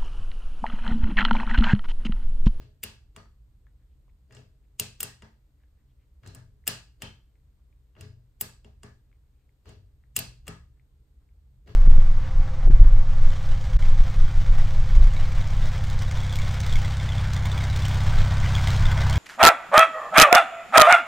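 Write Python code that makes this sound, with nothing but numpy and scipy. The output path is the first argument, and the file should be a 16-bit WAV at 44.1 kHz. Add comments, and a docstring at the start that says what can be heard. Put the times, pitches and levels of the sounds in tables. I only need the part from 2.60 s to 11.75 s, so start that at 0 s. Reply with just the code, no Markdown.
"""A steel pick works a lever safe lock that stands open on a wooden bench, close to a two-port microphone.
It opens on a short scrape and a double snap of levers on steel and brass plates; the bench booms below.
Fingers tick and rub on the pick's knob between soft clicks and slides, then levers snap at 2.2-2.4 s.
The hardest snap lands at 4.1 s, more follow at 4.4, 5.8 and 7.6-7.9 s, and a soft click ends it at 9.1 s.
Throughout, the quiet room answers each click over a low rumble and microphone hiss."""
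import sys
import numpy as np
from scipy import signal
from scipy.fft import rfft, irfft, next_fast_len
from scipy.io import wavfile

SR = 44100
rng = np.random.default_rng(int(sys.argv[2]) if len(sys.argv) > 2 else 0)


def generate_wav(sig):
    """Save sig (samples, or channels by samples) to the path in sys.argv[1] as 16-bit PCM at SR."""
    pcm = np.round(np.clip(np.atleast_2d(sig).T, -1, 1) * 32767).astype(np.int16)
    wavfile.write(sys.argv[1], SR, pcm)


N = 403515

# Metal contacts: (time [s], level at 2.8 kHz [dB], clack at 1.6 kHz [dB re level], edge at 7 kHz [dB re level],
# top at 13 kHz [dB re level], weight into the bench [dB], plate struck squarely [Hz; 0 for none, 1 or less
# wakes only the lowest plate's ring], its boost [dB])
CONTACTS = [(0.2315, -35.5, -14, -1.5, -2.5, -49.5, 529.5, 11), (0.2356, -27, -14, -7, 2, -42, 2861, 1.5),
            (0.5626, -43.5, -1, -3, -15, -44, 1250, 6.5), (1.708, -56, -3, -19, -20, -56.5, 1900, 9.5),
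            (1.7233, -52.5, -5, -0.5, -26, -55.5, 4950, 8), (1.7482, -56, 2, 11, -35, -54, 7600, 7),
            (1.768, -46.5, -13, -20, -33, -51, 4550, 0), (2.1967, -22, -27.5, -1, 0, -34.5, 2669.5, 3),
            (2.404, -28.5, -8.5, -1, 6, -49, 0, 0), (2.4295, -30, -10.5, 1.5, 7, -38, 1900, 5.5),
            (2.621, -46.5, -0.5, -5, -34, -46, 921, 5), (3.633, -57, 7.5, -16, -27, -59.5, 1, -0.5),
            (3.6617, -53, 1, 4, -23, -48.5, 4130, 14), (3.6736, -49.5, -11, 4, -10, -53, 5500, 2),
            (3.7483, -50.5, 3, 5.5, 1.5, -50.5, 1700, 3), (4.0693, -33, 0, -2.5, -5.5, -60.5, 1699.5, 4),
            (4.076, -17.5, -14, -3, 0.5, -35, 681.5, 5.5),
            (4.4202, -27.5, -10.5, -8, -13.5, -36, 3100, 9.5), (5.3519, -61, -1, -26, -34.5, -58.5, 0, -1),
            (5.3653, -57.5, 3, -26, -27, -53, 0, 0), (5.4092, -44.5, -4, -2, -11, -57.5, 4950, 7.5),
            (5.81, -30.5, -5.5, 2, 14.5, -38, 0.5, 0.5), (6.0454, -51.5, -11, -8, -28, -47, 2670, 2),
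            (6.2322, -47.5, 1.5, 2, -13.5, -43, 1700, 4.5), (7.056, -55.5, -1, -12.5, -22, -51, 1, 0),
            (7.091, -55, -5, 4.5, -20, -48.5, 4550, 3), (7.564, -21, -15.5, 0.5, 3, -35, 2669.5, 4.5),
            (7.5893, -32, -14.5, 0.5, 9, -36.5, 4551.5, 5), (7.868, -45.5, -12, -3, -9, -51, 1250, 18),
            (7.879, -35.5, -1.5, -2, -8, -36, 2670, 2), (9.0748, -54, 4.5, -10, -21.5, -48.5, 0, -1)]
# Tone of steel sliding on steel: (frequency [Hz], level per half octave [dB])
SCRAPE_TONE = [(300, -10.5), (700, -24), (2000, -22), (4000, -20.5), (8000, -30), (14000, -29)]
# Decay of the room: (frequency [Hz], t60 [s])
ROOM_DECAY = [(150, 0.68), (560, 0.24), (1470, 0.29), (3880, .33), (8000, 0.29), (14000, 0.15)]
BAND_EDGES_HZ = 300 * 2 ** np.arange(0, 6.1, .5)
BAND_CENTRES_HZ = np.sqrt(BAND_EDGES_HZ[1:] * BAND_EDGES_HZ[:-1])
CHATTER_S, LOCK_PAN_DB = .0008, .76   # time scale of a contact; left minus right


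def amp(db):
    """Decibels to gain."""
    return 10 ** (np.asarray(db) / 20)


def pan(db):
    """Left and right gains, with the left louder by db."""
    return amp(db * np.array([[.5], [-.5]]))


def rms_one(x):
    """Scale to rms 1."""
    return x / np.sqrt(np.mean(x ** 2) + 1e-20)


def at_hz(points, hz):
    """Read a (frequency, value) curve on a log axis."""
    return np.interp(np.log(hz + 1), np.log(np.array(points)[:, 0] + 1), np.array(points)[:, 1])


def band(x, k):
    """Half-octave band k of x, at rms 1."""
    sos = signal.butter(2, BAND_EDGES_HZ[k:k + 2], "band", fs=SR, output="sos")
    return rms_one(signal.sosfilt(sos, x))


def ring(force, hz, t60):
    """One resonance: a unit click starts a decaying sine of height 1."""
    r, w = amp(-60 / (max(t60, .003) * SR)), 2 * np.pi * hz / SR
    return signal.lfilter([0, np.sin(w)], [1, -2 * r * np.cos(w), r * r], force + 1e-18)


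def stereo(mid, side):
    """Mid and side to left and right."""
    return np.array([mid + side, mid - side])


def blow_db(hz):
    """Level of every contact at one pitch: weight sets the knock, a squarely struck plate stands out."""
    anchors_hz, levels = [700, 1600, 2800, 7000, 13000], []
    for _, db, clack, edge, top, weight, plate_hz, boost_db in CONTACTS:
        tone = list(zip(anchors_hz, [weight - 10.5, db + clack, db, db + edge, db + top]))
        octaves_off = np.log2(hz / max(plate_hz, 1))
        levels.append(at_hz(tone, hz) + .51 * boost_db * np.exp(-(octaves_off / .087) ** 2))
    return np.array(levels)


def lever_ring():
    """Each contact is a short chatter that strikes every mode of the lock at a moment of its own."""
    # Modes of the plates and levers: (frequency [Hz], level [dB], t60 [s])
    modes = [(720, -23, .03), (1140, -23, .03), (1840, -11.5, .04), (1800, -12, 0.028), (2265, -17, 0.027),
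             (2720, -4.5, 0.019), (2810, -4.5, 0.041), (3299, -9.5, 0.028), (4600, -13.5, .03),
             (4910, -9, 0.019), (5300, -12, 0.07), (6440, -19.5, 0.0067), (6770, -8, 0.028),
             (8050, -10, 0.017), (7530, -3.5, 0.025), (8350, 2.5, 0.026), (9490, 0.5, 0.019),
             (9200, -1.5, 0.06), (11600, -1.5, 0.013), (11260, -1.5, 0.02), (12700, -10, 0.039),
             (12750, -6.5, 0.03), (13900, -11, 0.013), (14750, 1.5, .02), (15100, -9, .012)]
    hz, db, t60 = np.transpose(modes)[:, :, None]
    delays = CHATTER_S * rng.gamma(2, .7, (len(CONTACTS), len(modes)))
    scatter_db = rng.normal(0, 1, delays.shape)
    gains = amp(np.transpose([blow_db(f) for f in hz[:, 0]]) + db[:, 0] - 2.5 + scatter_db)
    out = np.zeros((2, N))
    for (time, *_), delay, gain in zip(CONTACTS, delays, gains):
        t = np.maximum(np.arange(2600) / SR - delay[:, None], 0)
        partials = amp(-60 * t / t60) * np.sin(2 * np.pi * hz * t)
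        i = round(time * SR)
        out[:, i:i + t.shape[1]] += pan(LOCK_PAN_DB) * (gain @ partials)
    return out


def lever_crack():
    """A faint swell of noise leads into each sharp crack, which lasts longer below 2.8 kHz."""
    # Tone of the blow, too dense for single modes: (frequency [Hz], level [dB])
    crack_tone = [(400, -12.5), (700, -9.5), (1500, -9), (2700, -9), (4000, -17.5), (8000, -2.5),
                  (10400, -12), (13500, -7), (16500, -14)]
    lead_samples = 900
    t = np.arange(-lead_samples, 400) / SR
    lead_in_swell = amp(-18) * np.exp(-np.abs(t) / .0035)
    out, white = np.zeros(N), rng.standard_normal((2, N))
    for k, hz in enumerate(BAND_CENTRES_HZ):
        age = np.maximum(t, 0) / (CHATTER_S * np.sqrt(max(2800 / hz, 1)))
        snap = age * np.exp(1 - age)
        envelope = np.zeros(N)
        for (time, *_), gain in zip(CONTACTS, amp(blow_db(hz) + at_hz(crack_tone, hz))):
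            i = round(time * SR) - lead_samples
            envelope[i:i + len(t)] += gain * (lead_in_swell + snap)
        out += envelope * band(white[k % 2], k)
    return pan(LOCK_PAN_DB) * out


def slide_envelopes():
    """Scrape and bench shake: each slide sets in fast, grows under load until the pick seats, then fades."""
    # Slides of the pick: (end [s], length [s], scrape [dB], bench shake [dB])
    slides = [(0.004, 0.053, -51.5, -49), (0.561, .014, -63, -60.5), (1.771, 0.072, -60.5, -48.5),
              (2.404, .012, -60, -61), (3.674, .045, -56.5, -47.5), (3.748, .012, -60.5, -50.5),
              (4.416, .012, -58, -70), (5.412, 0.037, -55, -44), (6.238, .012, -60, -62),
              (7.085, 0.031, -53, -44), (7.866, .012, -59.5, -62), (9.092, 0.023, -54, -43)]
    onset, growth, scrape_fade, shake_fade = 1200, 65, 1300, 120   # dB per second
    scrape, shake, t = np.zeros(N), np.zeros(N), np.arange(N) / SR
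    for end, length, scrape_db, shake_db in slides:
        before, after = np.maximum(end - t, 0), np.maximum(t - end, 0)
        build_db = -growth * before - onset * np.maximum(before - length, 0)
        scrape += amp(scrape_db + build_db - scrape_fade * after)
        shake += amp(shake_db + build_db - shake_fade * after)
    return scrape, shake


def pick_scrape(slide):
    """Rough steel on steel: dense, uneven micro-clicks."""
    catches = rng.random(N) < 3000 / SR   # about 3000 a second
    strength = amp(9.8 * np.minimum(rng.exponential(1, N), 4))
    grit = catches * strength * rng.choice([-1, 1], N)
    return slide * sum(amp(at_hz(SCRAPE_TONE, hz)) * band(grit, k) for k, hz in enumerate(BAND_CENTRES_HZ))


def tail(slide, hz, t60, extra_db=0):
    """Ring-out envelope at one pitch: it fills with the energy of blows and slides, then drains."""
    # Tone of the room's answer: (frequency [Hz], level [dB])
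    tail_tone = [(300, -13), (700, -9), (1500, -16.5), (2700, -26.5), (4500, -24.5), (8000, -22),
                 (10400, -29), (13500, -28.5), (16500, -42)]
    times, levels_db = np.transpose(CONTACTS)[:2]
    send_db = -2 + .0781 * (-30 - levels_db)   # softer contacts leave relatively more tail
    power = (slide * amp(-26 + at_hz(SCRAPE_TONE, hz))) ** 2
    power[(times * SR).astype(int)] += amp(blow_db(hz) + send_db + at_hz(tail_tone, hz) + extra_db) ** 2
    drain, fill = amp(-120 / (t60 * SR)), np.exp(-1 / (.012 * SR))   # 12 ms rise
    power = signal.lfilter([1 - fill], np.convolve([1, -drain], [1, -fill]), power + 1e-24)
    return np.sqrt(np.maximum(power, 0))


def plate_rattle(slide):
    """Rattling parts keep the plates ringing unsteadily; each blow wakes another mix of them."""
    # Plate resonances: (frequency [Hz], width [Hz], level [dB re tail])
    plates = [(530, 40, -10), (680, 40, -5), (920, 60, -4), (1250, 90, -4), (1700, 90, 0), (1900, 90, -4),
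              (2200, 80, -7), (2670, 80, -2), (2860, 100, -2), (3100, 80, -7), (3350, 90, -6),
              (4130, 120, -5), (4550, 110, -3), (4950, 150, -4), (5500, 200, -5), (6900, 200, -6),
              (7900, 200, -6)]
    out, white = np.zeros(N), rng.standard_normal(N)
    woken_db = rng.normal(0, 2, (len(CONTACTS), len(plates)))
    for blow, (*_, plate_hz, boost_db) in enumerate(CONTACTS):
        if plate_hz:
            nearest = np.argmin(np.abs(np.array(plates)[:, 0] - plate_hz))
            woken_db[blow, nearest] = boost_db
    for k, (hz, width_hz, db) in enumerate(plates):
        shimmer = rms_one(ring(white, hz, t60=np.log(1000) / (np.pi * width_hz)))
        out += amp(db) * tail(slide, hz, 1.1 * at_hz(ROOM_DECAY, hz), woken_db[:, k]) * shimmer
    return out


def bench_boom(shake):
    """Contacts reach the wood as slightly late pushes; slides shake it at random."""
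    # Bench top modes: (frequency [Hz], blow gain [dB], slide gain [dB], t60 [s], left minus right [dB])
    modes = [(61, -9, -1.5, 0.19, 4), (93.8, -1, 2.5, 0.44, 3), (121.4, -1.5, 2.5, 0.52, 3.5),
             (165, -4, -8, .35, 4), (218.3, -3, -13.5, 0.33, -2), (266.4, -9, -10, 0.23, 0.5),
             (328, -12, -14, 0.033, -6.5), (418, -5, -7, 0.22, 3.5), (636, -13, -10, 0.13, -0.5)]
    out, tremor = np.zeros((2, N)), amp(-36) * shake * rng.standard_normal(N)
    arrivals = [round((time + .0053) * SR) for time, *_ in CONTACTS]
    weight_db = np.array(CONTACTS)[:, 5] - 6.5
    scatter_db = rng.normal(0, 2, (len(CONTACTS), len(modes)))
    for k, (hz, push_db, shake_db, t60, pan_db) in enumerate(modes):
        force = amp(shake_db) * tremor
        force[arrivals] += amp(weight_db + push_db + scatter_db[:, k])
        out += pan(pan_db) * ring(force, hz, t60) * (-1) ** k
    return out


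def finger_ticks():
    """Fingers shift on the plastic knob: short grainy touches in one damped resonance, with a faint echo."""
    # Dull ticks: (time [s], peak [dB], pitch [Hz])
    ticks = [(0.6567, -55, 1360), (1.068, -54.5, 1700), (1.4806, -63.5, 960), (3.0357, -62.5, 1654),
             (4.0395, -62, 1980), (4.7544, -66, 2100), (5.1266, -66, 2300), (6.5151, -64.5, 2160),
             (6.5275, -62, 2180), (6.892, -65.5, 2124), (7.438, -58, 1840), (8.1968, -60, 2095),
             (8.6895, -66, 2250)]
    out, t = np.zeros((2, N)), np.arange(3000) / SR
    faint_ticks = [(when * (N - len(t)) / SR, -77 + 6 * force, 1300 + 1100 * pitch)
                   for when, force, pitch in rng.random((8, 3))]
    touch = np.exp(-t / .0012) + .1 * np.exp(-t / .035)
    for time, db, hz in ticks + faint_ticks:
        tick = ring(touch * rng.standard_normal(len(t)), hz, t60=.0059)
        i = round(time * SR)
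        out[:, i:i + len(t)] += amp(db) * pan(1.5) * tick / np.abs(tick).max()
    return out


def finger_rubs():
    """Skin on plastic: a soft swell of noise in one broad resonance."""
    # Strokes over the knob: (middle [s], length [s], peak [dB], pitch [Hz])
    rubs = [(1.22, .05, -75.5, 1700), (1.323, .05, -75.5, 3200), (1.496, .015, -69, 2200),
            (2.047, 0.025, -74, 2230), (3.023, .04, -73.5, 1800), (3.199, .07, -74, 1900),
            (3.311, .05, -74, 3200), (3.42, .06, -73, 2200), (5.0, .03, -75, 947), (6.8, .1, -76, 2500),
            (8.174, .03, -73, 1860), (8.62, .03, -74, 1320)]
    out, t = np.zeros(N), np.arange(-6000, 6000) / SR
    for time, length, db, hz in rubs:
        swell = np.exp(-(2 * t / length) ** 2)
        rub = ring(swell * rng.standard_normal(len(t)), hz, t60=.0032)
        i = round(time * SR) - len(t) // 2
        out[i:i + len(t)] += amp(db) * rub / np.abs(rub).max()
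    return out


def microphone_ports(near):
    """The two ports hear the near lock with phase and level offsets that depend on pitch."""
    # Phase between the ports: (frequency [Hz], left lead [rad])
    phase = [(0, 0), (860, .2), (1400, .6), (1800, -1), (2240, .6), (3360, -.2), (4300, 1.2), (5200, -1.6),
             (6800, .6), (8300, -1.7), (11300, -4.2), (13000, -5.2), (14400, -7.2), (15100, -7.5),
             (16400, -7.5)]
    # Balance between the ports: (frequency [Hz], left minus right [dB])
    balance = [(300, -2), (600, 4), (1200, 3), (2800, 3.5), (5000, -4.5), (8000, 2.1), (14000, 0.1)]
    size = next_fast_len(N)
    hz = np.arange(size // 2 + 1) * SR / size
    turn = np.interp(hz, *np.transpose(phase)) * np.array([[.5], [-.5]])
    return irfft(rfft(near, size) * np.exp(1j * turn) * pan(at_hz(balance, hz)), size)[:, :N]


def room_answer(slide):
    """Walls and loose parts answer with noise that dies band by band."""
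    # Stereo width of the room: (frequency [Hz], side [dB re mid])
    width = [(100, -10.5), (300, 0), (1000, 2), (4000, 5), (8000, 0), (14000, -5)]
    out, white = np.zeros((2, N)), rng.standard_normal((2, 2, N))
    for k, hz in enumerate(BAND_CENTRES_HZ):
        mid, side = band(white[k % 2], k)
        out += tail(slide, hz, at_hz(ROOM_DECAY, hz)) * stereo(mid, amp(at_hz(width, hz)) * side)
    return out


def noise_bed(tone):
    """Stereo noise that follows a tone curve and is silent outside it; mid at rms 1."""
    # Stereo width of the noise floor: (frequency [Hz], side [dB re mid])
    width = [(30, -22), (100, -15), (300, -13), (1000, -2.5), (4000, 0.5), (8000, -4), (14000, -2)]
    size = next_fast_len(N)
    hz = np.arange(size // 2 + 1) * SR / size
    gain = amp(at_hz(tone, hz)) * (hz >= tone[0][0]) * (hz <= tone[-1][0])
    white = rfft(rng.standard_normal((2, size)))
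    mid, side = irfft(white * [gain, gain * amp(at_hz(width, hz))], size)[:, :N]
    return stereo(mid, side) / np.sqrt(np.mean(mid ** 2))


def rumble_and_hiss():
    """A low rumble that swells slowly, and steady microphone hiss."""
    # Tone of the rumble: (frequency [Hz], level [dB])
    rumble_tone = [(12, -40), (20, -12), (48, -1), (64, -2), (77, -2), (84, -15.5), (86, -19.5), (92, -22),
                   (108, -13), (125, -10.5), (137, -13), (151, -30), (173, -22.5), (199, -29.5), (230, -33),
                   (300, -61), (510, -120)]
    # Tone of the hiss: (frequency [Hz], level [dB])
    hiss_tone = [(130, -29), (220, 0), (259, -3.5), (305, 2), (352, -9), (407, -3.5), (662, -13.5),
                 (2140, -21), (2570, -22.5), (4300, -23), (5900, -27.5), (7200, -24), (8160, -24),
                 (9420, -23), (10500, -47), (11500, -26), (13800, -23.5), (16500, -42)]
    # Rise and fall of the rumble: (time [s], level [dB])
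    swell_points = [(0, 3.5), (1.4, 0.74), (2.8, -3), (4.2, 2.5), (5.4, -2), (6.3, 1.5), (7, -4.5),
                    (7.7, 7), (8.4, -0.7), (9.15, 4)]
    swell = amp(np.interp(np.arange(N) / SR, *np.transpose(swell_points)))
    return amp(-57.5) * swell * noise_bed(rumble_tone) + amp(-78) * noise_bed(hiss_tone)


def scene():
    """Lock and fingers up close, the bench beneath, the room and noise floor behind."""
    slide, shake = slide_envelopes()
    metal = lever_ring() + lever_crack() + pick_scrape(slide) + plate_rattle(slide)
    fingers = finger_ticks() + finger_rubs()
    return microphone_ports(metal + fingers) + bench_boom(shake) + room_answer(slide) + rumble_and_hiss()


def record(dry):
    """A notch in the microphone's treble, then a steep cut of the very top."""
    notch_hz, notch_width_hz, stop_hz = 10560, 1400, 16800
    notched = signal.lfilter(*signal.iirnotch(notch_hz, notch_hz / notch_width_hz, SR), dry)
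    return signal.sosfilt(signal.cheby2(14, 70, stop_hz, fs=SR, output="sos"), notched)


dry = scene()
out = record(dry)
generate_wav(out)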